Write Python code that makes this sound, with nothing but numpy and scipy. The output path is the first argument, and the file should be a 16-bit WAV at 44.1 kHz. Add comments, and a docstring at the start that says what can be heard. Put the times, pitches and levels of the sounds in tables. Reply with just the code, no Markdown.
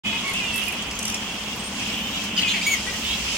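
"""Fruit bats squabble in the treetops: near voices screech, chitter and trill, and one gives a clear squeal.
Screeches are jittering tones torn by flutter, with overtones and rasp filtered by the throat.
Random far cries sit over a shrill wash of flickering noise; twigs snap with tiny noise clicks.
The trees return a short, diffuse echo as decaying noise.
Underneath lies distant traffic: shaped noise for the tyres, wandering tones for the engines."""
import sys
import numpy as np
from scipy import signal
from scipy.fft import rfft, irfft, next_fast_len
from scipy.io import wavfile

SR = 44100
rng = np.random.default_rng(int(sys.argv[2]) if len(sys.argv) > 2 else 0)


def master(y):
    """Save y as 16-bit WAV."""
    cut = np.clip(np.atleast_2d(y).T, -1, 1)
    pcm = np.round(cut * 32767)  # scale
    wavfile.write(sys.argv[1], SR, pcm.astype(np.int16))


N = 148617
TIME = np.arange(N) / SR  # seconds
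CUTOFF_HZ = 15900

# Nearer screeches: start_s, length_s, start_pitch_hz, middle_pitch_hz, end_pitch_hz, flutter_hz,
# flutter_depth (ratio, also phase swing in radians), roughness (0-1), level_db, overtone_drive_db, pan_db (+ left)
NEAR_CRIES = [(0.046, 0.062, 2471, 2577, 2434, 420, 0.6, 0, -27.5, -10, -3.5),
              (.126, 0.051, 2490, 2550, 2480, 420, 0.54, 0.17, -28, -12, 2),
              (0.05, .15, 3360, 3344, 3430, 420, 0.42, 0.14, -37.5, -18, -9.5),
              (0.108, .11, 857, 931, 1010, 300, 0, 0.54, -42.5, -6, 6),
              (.232, 0.096, 1051, 1118, 1055, 295, 0.1, 0.33, -37.5, -6, 1),
              (0.243, 0.083, 2180, 2210, 2056, 355, 0.1, 0.62, -31, -9, -1),
              (.338, 0.079, 2510, 2750, 2450, 433, 0.4, 0.29, -28.5, -2, 0),
              (.405, 0.062, 2510, 2426, 2390, 407, 0.75, 0, -31, -15, -3),
              (.438, 0.17, 2887, 2690, 2646, 700, 0.36, .09, -31.5, -19, -3),
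              (.61, .125, 2800, 2830, 2810, 700, 0.1, 0.18, -38, -10, -12),
              (.675, 0.026, 2445, 2500, 2460, 486, 0.3, 0.42, -30, 1, -8),
              (.945, 0.074, 6500, 6300, 6100, 395, 0.2, 0.27, -43, -10, 0),
              (1.135, .025, 2390, 2560, 2520, 490, 0.4, 0.8, -34, -6, 0),
              (1.5, 0.047, 2770, 2800, 2720, 700, 0.42, 0, -38, -12, 5),
              (1.59, 0.032, 8100, 8470, 8600, 600, .2, .25, -42, -10, 2),
              (1.635, 0.052, 8000, 8700, 8850, 595, 0.3, .25, -40, -10, 2),
              (2.363, 0.051, 5000, 4950, 4950, 1273, 0.4, 0.74, -31.5, 14, -5),
              (2.375, 0.03, 3090, 2917, 2880, 1590, 0.17, .65, -20.5, 1.5, 4),
              (2.413, 0.02, 2040, 2270, 2800, 500, 0.2, 0.85, -28, 11, 1),
              (2.424, 0.066, 2660, 2526, 2455, 408, 0.47, 0.06, -26.5, -1, 2),
              (2.43, 0.016, 2970, 2960, 2800, 410, 0.54, 0.63, -22, -19, 4),
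              (2.48, .055, 3210, 3160, 3020, 370, 1.1, .45, -29, 8, -2),
              (2.484, 0.046, 3950, 4086, 4100, 366, 0.4, 0.26, -34, -10, 0),
              (2.535, 0.054, 2200, 2230, 1985, 333, .8, 0.44, -29, -0.5, 3),
              (2.612, .024, 2270, 2536, 3320, 500, 0.2, 0.2, -28.5, 5, 1),
              (2.626, 0.039, 2450, 2450, 2280, 1150, 0.54, 0.57, -30, 19, -3),
              (2.864, 0.052, 1875, 1990, 1960, 410, 0.65, 0.4, -34, -5, 4),
              (2.925, 0.04, 1870, 1886, 1880, 360, 0.4, 0.65, -37.5, -6, 2),
              (3.039, 0.12, 2950, 3157, 3344, 526, .7, 0.74, -29.5, -17, -5.5),
              (3.275, 0.065, 5100, 5200, 5160, 500, 0.2, 0.31, -38, -10, 1)]
# Throat filter on overtones and rasp: frequency_hz, gain_db
THROAT_FILTER = [(800, -34), (2000, -15), (3500, -7), (4700, -9), (5600, -20), (7000, -13), (9000, -24.5),
                 (11800, -42), (14000, -26), (16000, -34)]
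ATTACK_S, RELEASE_S = 0.0028, 0.01
JITTER, JITTER_HZ = 0.058, 500  # share of the pitch at full roughness; rate of wander
FLUTTER_JITTER = 0.26  # unevenness of the flutter rate at full roughness

# Course of the clear squeal: time_s, pitch_hz, tone_level_db
SQUEAL_COURSE = [(2.657, 1900, -38), (2.667, 2244, -19), (2.676, 2280, -19.5), (2.704, 2256, -25),
                 (2.72, 2225, -20.5), (2.733, 2206, -21.5), (2.742, 2150, -18.5), (2.752, 1926, -37),
                 (2.77, 1900, -40)]
# Squeal partials, from the fundamental upwards: relative_level_db
SQUEAL_PARTIALS = [-3.5, -24, -10.5, -21.5, -54, -23, -30]
SQUEAL_JITTER, SQUEAL_PAN_DB = 0.0059, 2
SQUEAL_RASP_DB, SQUEAL_RASP_FOLLOWS = -34, 0.43  # at the squeal's peak; share of its level swing

# Very short chittering squeaks: start_s, level_db, nominal_lowest_partial_hz
CHITTER_SQUEAKS = [(.254, -47, 8400), (.277, -38, 8600), (.295, -37, 8600), (.334, -35, 9100),
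                   (.529, -40, 8700), (.541, -33, 9100), (.558, -30.5, 9170), (.567, -33, 9100),
                   (.577, -31, 9400), (.591, -37, 9500), (.602, -39, 9300), (.616, -37, 9240),
                   (.636, -36, 9400), (.652, -38, 9200), (.667, -39, 10000), (.681, -33, 10060),
                   (.722, -34.5, 9160), (.822, -36, 6140), (.91, -32.5, 4970), (.953, -36.5, 6270),
                   (.989, -27, 5960), (1.027, -28, 6120), (1.052, -24.5, 5750), (1.078, -26, 5750),
                   (1.098, -27.5, 6000), (1.121, -34, 5930), (1.142, -24.5, 5720)]
# Color of the squeak rasp: multiple_of_lowest_partial (ratio), gain_db
SQUEAK_RASP_SHAPE = [(.2, -23), (.42, -1), (.7, -4.5), (1, -0.5), (1.8, -5.5), (2.1, -11), (2.8, -23)]
SQUEAK_S, SQUEAK_FALL_DB, SQUEAK_JITTER = 0.0077, 4, 0.049  # length, loss per partial, pitch scatter
SQUEAK_RASP_DB = -3.5  # against the tone

# Thin, high trills: start_s, length_s, level_db, pitch_hz
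HIGH_TRILLS = [(1.825, 0.42, -52.5, 14500), (2.86, 0.43, -50, 14600)]
TRILL_PER_S, TRILL_SWING, TRILL_JITTER = 38.5, 0.025, 0.055  # rate; shares of the pitch
TRILL_PAN_DB = 8

# Snapping twigs: start_s, level_before_decay_db
TWIG_SNAPS = [(1.561, -28.5), (2.241, -30), (2.94, -38)]
# Color of a snap: frequency_hz, gain_db
TWIG_COLOR = [(5000, -29), (9000, -10), (12000, 7), (16000, -15)]
SNAP_S = 0.0011  # decay time constant

# Swell of the far colony, before the layer trims: time_s, screech_level_db, hiss_level_db
COLONY_SWELL = [(.06, -30.5, -40.5), (.28, -32, -39), (.38, -32, -38), (.62, -30, -39), (.8, -30.5, -41),
                (.95, -34.5, -42.5), (1.24, -32.5, -40.5), (1.45, -33.5, -40), (1.7, -37, -40.5),
                (1.8, -30, -35.5), (2.05, -31, -40.5), (2.25, -31, -35), (2.32, -32.5, -45.5),
                (2.5, -26, -38), (2.68, -31, -37), (2.83, -33.5, -35), (3.09, -31, -36), (3.36, -29, -31.5)]
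# Color of the screeching wash: frequency_hz, relative_level_db
WASH_COLOR = [(1000, -35), (1700, -14), (2250, -5), (2800, 0), (3300, -1), (3900, -15.5), (5000, -40),
              (9000, -64)]
# Color of the hissing treble: frequency_hz, relative_level_db
HISS_COLOR = [(2500, -23), (4000, -1), (5200, 1.5), (6300, 0), (7500, -3), (9000, -8.5), (11000, -15),
              (13000, -22), (16000, -51)]
WASH_TRIM_DB, HISS_TRIM_DB, FAR_CRIES_TRIM_DB = -0.5, 2, -3.5
WASH_FLICKER_DB, HISS_FLICKER_DB = 1.5, 1.5
FAR_CRIES_PER_S, FAR_PITCH_HZ, FAR_FLUTTER_HZ = 30, 2880, 420  # pitch and flutter are centers of a random range
FAR_DEPTH, FAR_ROUGH, FAR_OVERTONES_DB = 0.52, 0.18, 2

# Color of the traffic noise: frequency_hz, relative_level_db (per Hz)
TRAFFIC_COLOR = [(20, -16), (38, -11), (52, -3.5), (68, -3.5), (85, -6.5), (150, -3.5), (205, -0.5),
                 (270, -4.5), (330, -6), (550, -8.5), (1050, -7), (1600, -12), (2500, -13), (6000, -52),
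                 (16000, -25)]
TRAFFIC_DB, TRAFFIC_FLICKER_DB = -35.5, 1.16
# Engine drone tones: pitch_hz, level_before_swell_db, wander_width_hz
ENGINE_TONES = [(99.5, -53.5, 4.6), (184.9, -45.5, 6.2), (212.3, -40.5, 9.5), (240.4, -48, 4.4),
                (275, -51.5, 4.5), (292.7, -53.5, 3.1)]
# Rise and fall of the engine drone: time_s, gain_db
ENGINE_SWELL = [(0, 2.5), (.5, -4.5), (1.1, -0.5), (1.5, -2), (1.8, 3), (2.2, 1), (2.5, 4.5), (2.75, -3),
                (3.37, -1.5)]
# Deep exhaust note: time_s, level_db
EXHAUST_LEVEL = [(0, -58), (.85, -46.5), (1.6, -53.5), (2.3, -53), (2.95, -44), (3.37, -44.5)]
EXHAUST_HZ, EXHAUST_WIDTH_HZ = 63, 8.5

# Stereo image of the noise layers: frequency_hz, left_right_likeness (ratio), left_minus_right_db
STEREO_IMAGE = [(60, .999, 0), (180, .997, -0.2), (350, .95, 0.7), (700, 0.83, 3.5), (1390, 0.6, 1.3),
                (2800, 0.024, -2.3), (5560, 0.04, -2.5), (11000, 0.11, 1), (15000, 0.029, -1)]
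TREES_T60_S, TREES_DB = 0.2, -5
SPREAD_S = 0.00006  # largest time shift of each channel
START_S, FADE_S = 0.035, 0.025


def near_cries():
    """Screeches of the nearer bats, each with its own pitch glide and flutter."""
    out = np.zeros((2, N))
    for start, length, first, middle, last, flutter_hz, depth, rough, db, overtones_db, pan_db in NEAR_CRIES:
        voice = cry(length, (first, middle, last), flutter_hz, depth, rough, overtones_db)
        add(out, from_db(db) * voice, start, pan_db)
    return out


def cry(length, pitches, flutter_hz, depth, rough, overtones_db, size=8192):
    """A shrill, jittering tone torn into sidebands by flutter; overtones and rasp pass through the throat."""
    t = TIME[:min(int(length * SR), size)]
    jitter = drift(JITTER_HZ, size)[:len(t)]
    uneven = drift(JITTER_HZ, size)[:len(t)]
    glide = np.polyval(np.polyfit([0, 0.5, 1], pitches, 2), t / t[-1])
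    # the flutter rate follows the pitch
    flutter_rate = flutter_hz * glide / pitches[1] * (1 + FLUTTER_JITTER * rough * uneven)
    flutter = sweep(flutter_rate)
    phase = sweep(glide * (1 + JITTER * rough * jitter)) + depth * np.sin(flutter - 1)
    envelope = np.minimum(t / ATTACK_S, 1) * np.minimum((t[-1] - t) / RELEASE_S, 1)
    envelope = envelope * (1 + depth * np.cos(flutter))
    overtones = sum(np.sin(k * phase) for k in range(2, int(CUTOFF_HZ / pitches[1]) + 1))
    rasp = rough * rng.standard_normal(len(t))
    throat = shape(envelope * (overtones + rasp), THROAT_FILTER)
    return rms_one(envelope * np.sin(phase) + from_db(overtones_db) * throat)


def squeal():
    """One voice breaks into a sagging whistle with a strong third partial and a little rasp."""
    out = np.zeros((2, N))
    pitch, db = in_time(SQUEAL_COURSE)
    phase = sweep(pitch * (1 + SQUEAL_JITTER * drift(444)))
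    tone = sum(from_db(level) * np.sin((k + 1) * phase) for k, level in enumerate(SQUEAL_PARTIALS))
    # the rasp pulses once per cycle
    rasp = rms_one(shape((1 + np.cos(phase)) * rng.standard_normal(N), THROAT_FILTER))
    rasp_db = SQUEAL_RASP_DB + SQUEAL_RASP_FOLLOWS * (db - db.max())
    voice = rms_one(tone) * from_db(db) + rasp * from_db(rasp_db)
    sounding = (TIME > SQUEAL_COURSE[0][0]) & (TIME < SQUEAL_COURSE[-1][0])
    add(out, voice * sounding, 0, SQUEAL_PAN_DB)
    return out


def chitter():
    """Runs of tiny arched squeaks, heard from their fourth partial upwards, each with a puff of rasp."""
    out = np.zeros((2, N))
    u = np.linspace(0, 1, int(SQUEAK_S * SR))
    arch = np.sin(np.pi * u)
    for start, db, hz in CHITTER_SQUEAKS:
        jitter = SQUEAK_JITTER * drift(830, size=2048)[:len(u)]
        phase = sweep(hz / 4 * (0.94 + 0.07 * arch + jitter))
        partials = [k for k in range(4, 12) if k * hz / 4 < CUTOFF_HZ]
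        tone = sum(from_db(-SQUEAK_FALL_DB * k) * np.sin(k * phase) for k in partials)
        rasp_color = [(multiple * hz, level) for multiple, level in SQUEAK_RASP_SHAPE]
        rasp = shape(rng.standard_normal(2048), rasp_color)[:len(u)]
        voice = rms_one(tone) + from_db(SQUEAK_RASP_DB) * rms_one(rasp)
        add(out, from_db(db) * rms_one(voice * np.sqrt(arch) * (1 - u / 2)), start)
    return out


def trills():
    """Thin voices that throb and swing in pitch at one rate."""
    out = np.zeros((2, N))
    for start, length, db, hz in HIGH_TRILLS:
        t = np.arange(int(length * SR)) / SR
        beat = 2 * np.pi * TRILL_PER_S * t
        pitch = hz * (1 + TRILL_SWING * np.sin(beat) + TRILL_JITTER * drift(2000, len(t)))
        throb = 1.3 + np.cos(beat)
        envelope = np.sqrt(np.sin(np.pi * t / length))
        add(out, from_db(db) * rms_one(np.sin(sweep(pitch)) * throb * envelope), start, TRILL_PAN_DB)
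    return out


def twigs():
    """Tiny dry snaps among the branches: treble noise that dies away exponentially."""
    out = np.zeros((2, N))
    t = TIME[:512]
    for start, db in TWIG_SNAPS:
        crack = rms_one(shape(rng.standard_normal(len(t)), TWIG_COLOR))
        add(out, from_db(db) * crack * np.exp(-t / SNAP_S), start)
    return out


def trees(x):
    """Diffuse scatter from trunks and leaves: a decaying noise tail, different on each side."""
    t = TIME[:SR // 2]
    tail = rng.standard_normal((2, len(t))) * from_db(-60 * t / TREES_T60_S) * (t > 0.004)
    tail = tail / np.sqrt(np.sum(tail ** 2) / 2)
    return signal.fftconvolve(x, tail, axes=1)[:, :N]


def colony():
    """Far cries at random, over the wash into which the farthest voices merge."""
    screech_db, hiss_db = in_time(COLONY_SWELL)
    wash = from_db(screech_db + WASH_TRIM_DB) * air_noise(WASH_COLOR, WASH_FLICKER_DB)
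    hiss = from_db(hiss_db + HISS_TRIM_DB) * air_noise(HISS_COLOR, HISS_FLICKER_DB)
    crowd = np.zeros((2, N))
    draws = rng.uniform(-1, 1, (int(FAR_CRIES_PER_S * N / SR), 6))
    for when, length, pitch, glide, flutter, pan in draws:
        bend = np.array([1 - 0.0482 * glide, 1.02, 1 + 0.047 * glide])
        pitches = FAR_PITCH_HZ * (1 + 0.16 * pitch) * bend
        flutter_hz = FAR_FLUTTER_HZ * 2 ** (0.5 * flutter)
        voice = cry(0.055 * 2 ** length, pitches, flutter_hz, FAR_DEPTH, FAR_ROUGH, FAR_OVERTONES_DB)
        add(crowd, voice, (when + 1) / 2 * N / SR, 5 * pan - 1)
    far_cries = from_db(screech_db + FAR_CRIES_TRIM_DB) * rms_one(crowd + trees(crowd))
    return wash + hiss + far_cries


def traffic():
    """Tyre roar as shaped noise, with the wavering drone and deep exhaust note of far engines."""
    swell_db, = in_time(ENGINE_SWELL)
    exhaust_db, = in_time(EXHAUST_LEVEL)
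    drone = sum(from_db(db + swell_db) * waver(hz, width) for hz, db, width in ENGINE_TONES)
    exhaust = from_db(exhaust_db) * waver(EXHAUST_HZ, EXHAUST_WIDTH_HZ)
    roar = from_db(TRAFFIC_DB) * air_noise(TRAFFIC_COLOR, TRAFFIC_FLICKER_DB)
    return drone + exhaust + roar


def waver(hz, width_hz):
    """A tone that wanders in level and pitch, its two quadratures drifting apart."""
    wander = drift(width_hz) + 1j * drift(width_hz)
    return np.real(wander * np.exp(2j * np.pi * hz * TIME))


def air_noise(spectrum, flicker_db):
    """Diffuse stereo noise; half-octave bands flicker on their own, with all the low end as one band."""
    size = next_fast_len(N)
    hz = np.fft.rfftfreq(size, 1 / SR)
    alike = np.clip(at_hz(STEREO_IMAGE, hz), -1, 1)
    pan_db = at_hz(STEREO_IMAGE, hz, axis=2)
    mid, side = rfft(rng.standard_normal((2, size)))
    sign = np.array([[1], [-1]])  # left, right
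    field = np.sqrt(1 + alike) * mid + sign * np.sqrt(1 - alike) * side
    field = field * from_db(at_hz(spectrum, hz) + sign * pan_db / 2)
    band = np.floor(2 * np.log2(np.clip(hz, 1000, 15000)))
    knots = np.arange(0, 3.5, 0.012)  # seconds
    out = np.zeros((2, N))
    for k in np.unique(band):
        flicker = np.interp(TIME, knots, rng.standard_normal(len(knots)))
        out += irfft(field * (band == k), size)[:, :N] * from_db(flicker_db * flicker)
    return rms_one(out)


def add(out, x, start, pan_db=0):
    """Place a sound in stereo by a level difference and a small random time difference."""
    lag = SPREAD_S * rng.uniform(-1, 1)
    for channel, side in enumerate((1, -1)):
        i = max(0, int((start + side * lag) * SR))
        part = out[channel, i:i + len(x)]
        part += x[:len(part)] * from_db(side * pan_db / 2)


def shape(x, spectrum):
    """Filter a sound by a spectrum table."""
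    size = x.shape[-1]
    padded = 2 * next_fast_len(size)
    hz = np.linspace(0, SR / 2, padded // 2 + 1)
    return irfft(rfft(x, padded) * from_db(at_hz(spectrum, hz)))[..., :size]


def drift(rate, size=N):
    """Smooth random wander of spread 1: noise through two equal one-pole lowpass filters."""
    pole = np.exp(-2 * np.pi * rate / SR)
    padded = 2 * next_fast_len(size)
    delay = np.exp(-1j * np.linspace(0, np.pi, padded // 2 + 1))
    noise = rfft(rng.standard_normal(padded))
    return rms_one(irfft(noise / (1 - pole * delay) ** 2)[:size])


def sweep(hz):
    """Running phase in radians of a changing frequency."""
    return 2 * np.pi * np.cumsum(hz) / SR


def from_db(db):
    """Decibels to gain."""
    return 10 ** (np.asarray(db) / 20)


def rms_one(x):
    """Scale to unit power."""
    return x / np.sqrt(np.mean(x ** 2) + 1e-20)


def in_time(rows):
    """Each column of a curve at every sample."""
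    s, *columns = np.transpose(rows)
    return [np.interp(TIME, s, c) for c in columns]


def at_hz(points, hz, axis=1):
    """Read a column of a spectrum table on a log-frequency axis."""
    table = np.array(points)
    return np.interp(np.log(np.maximum(hz, 1)), np.log(table[:, 0]), table[:, axis])


def scene():
    """Near bats and twigs with their echo, the far colony and the road."""
    near = near_cries() + squeal() + chitter() + trills() + twigs()
    echo = from_db(TREES_DB) * trees(near)
    return near + echo + colony() + traffic()


def record(dry):
    """A brief silence, a quick fade-in and a steep top cut."""
    faded = dry * np.clip((TIME - START_S) / FADE_S, 0, 1)
    top_cut = signal.ellip(12, 0.1, 80, CUTOFF_HZ, fs=SR, output="sos")
    return signal.sosfilt(top_cut, faded)


dry = scene()
out = record(dry)
master(out)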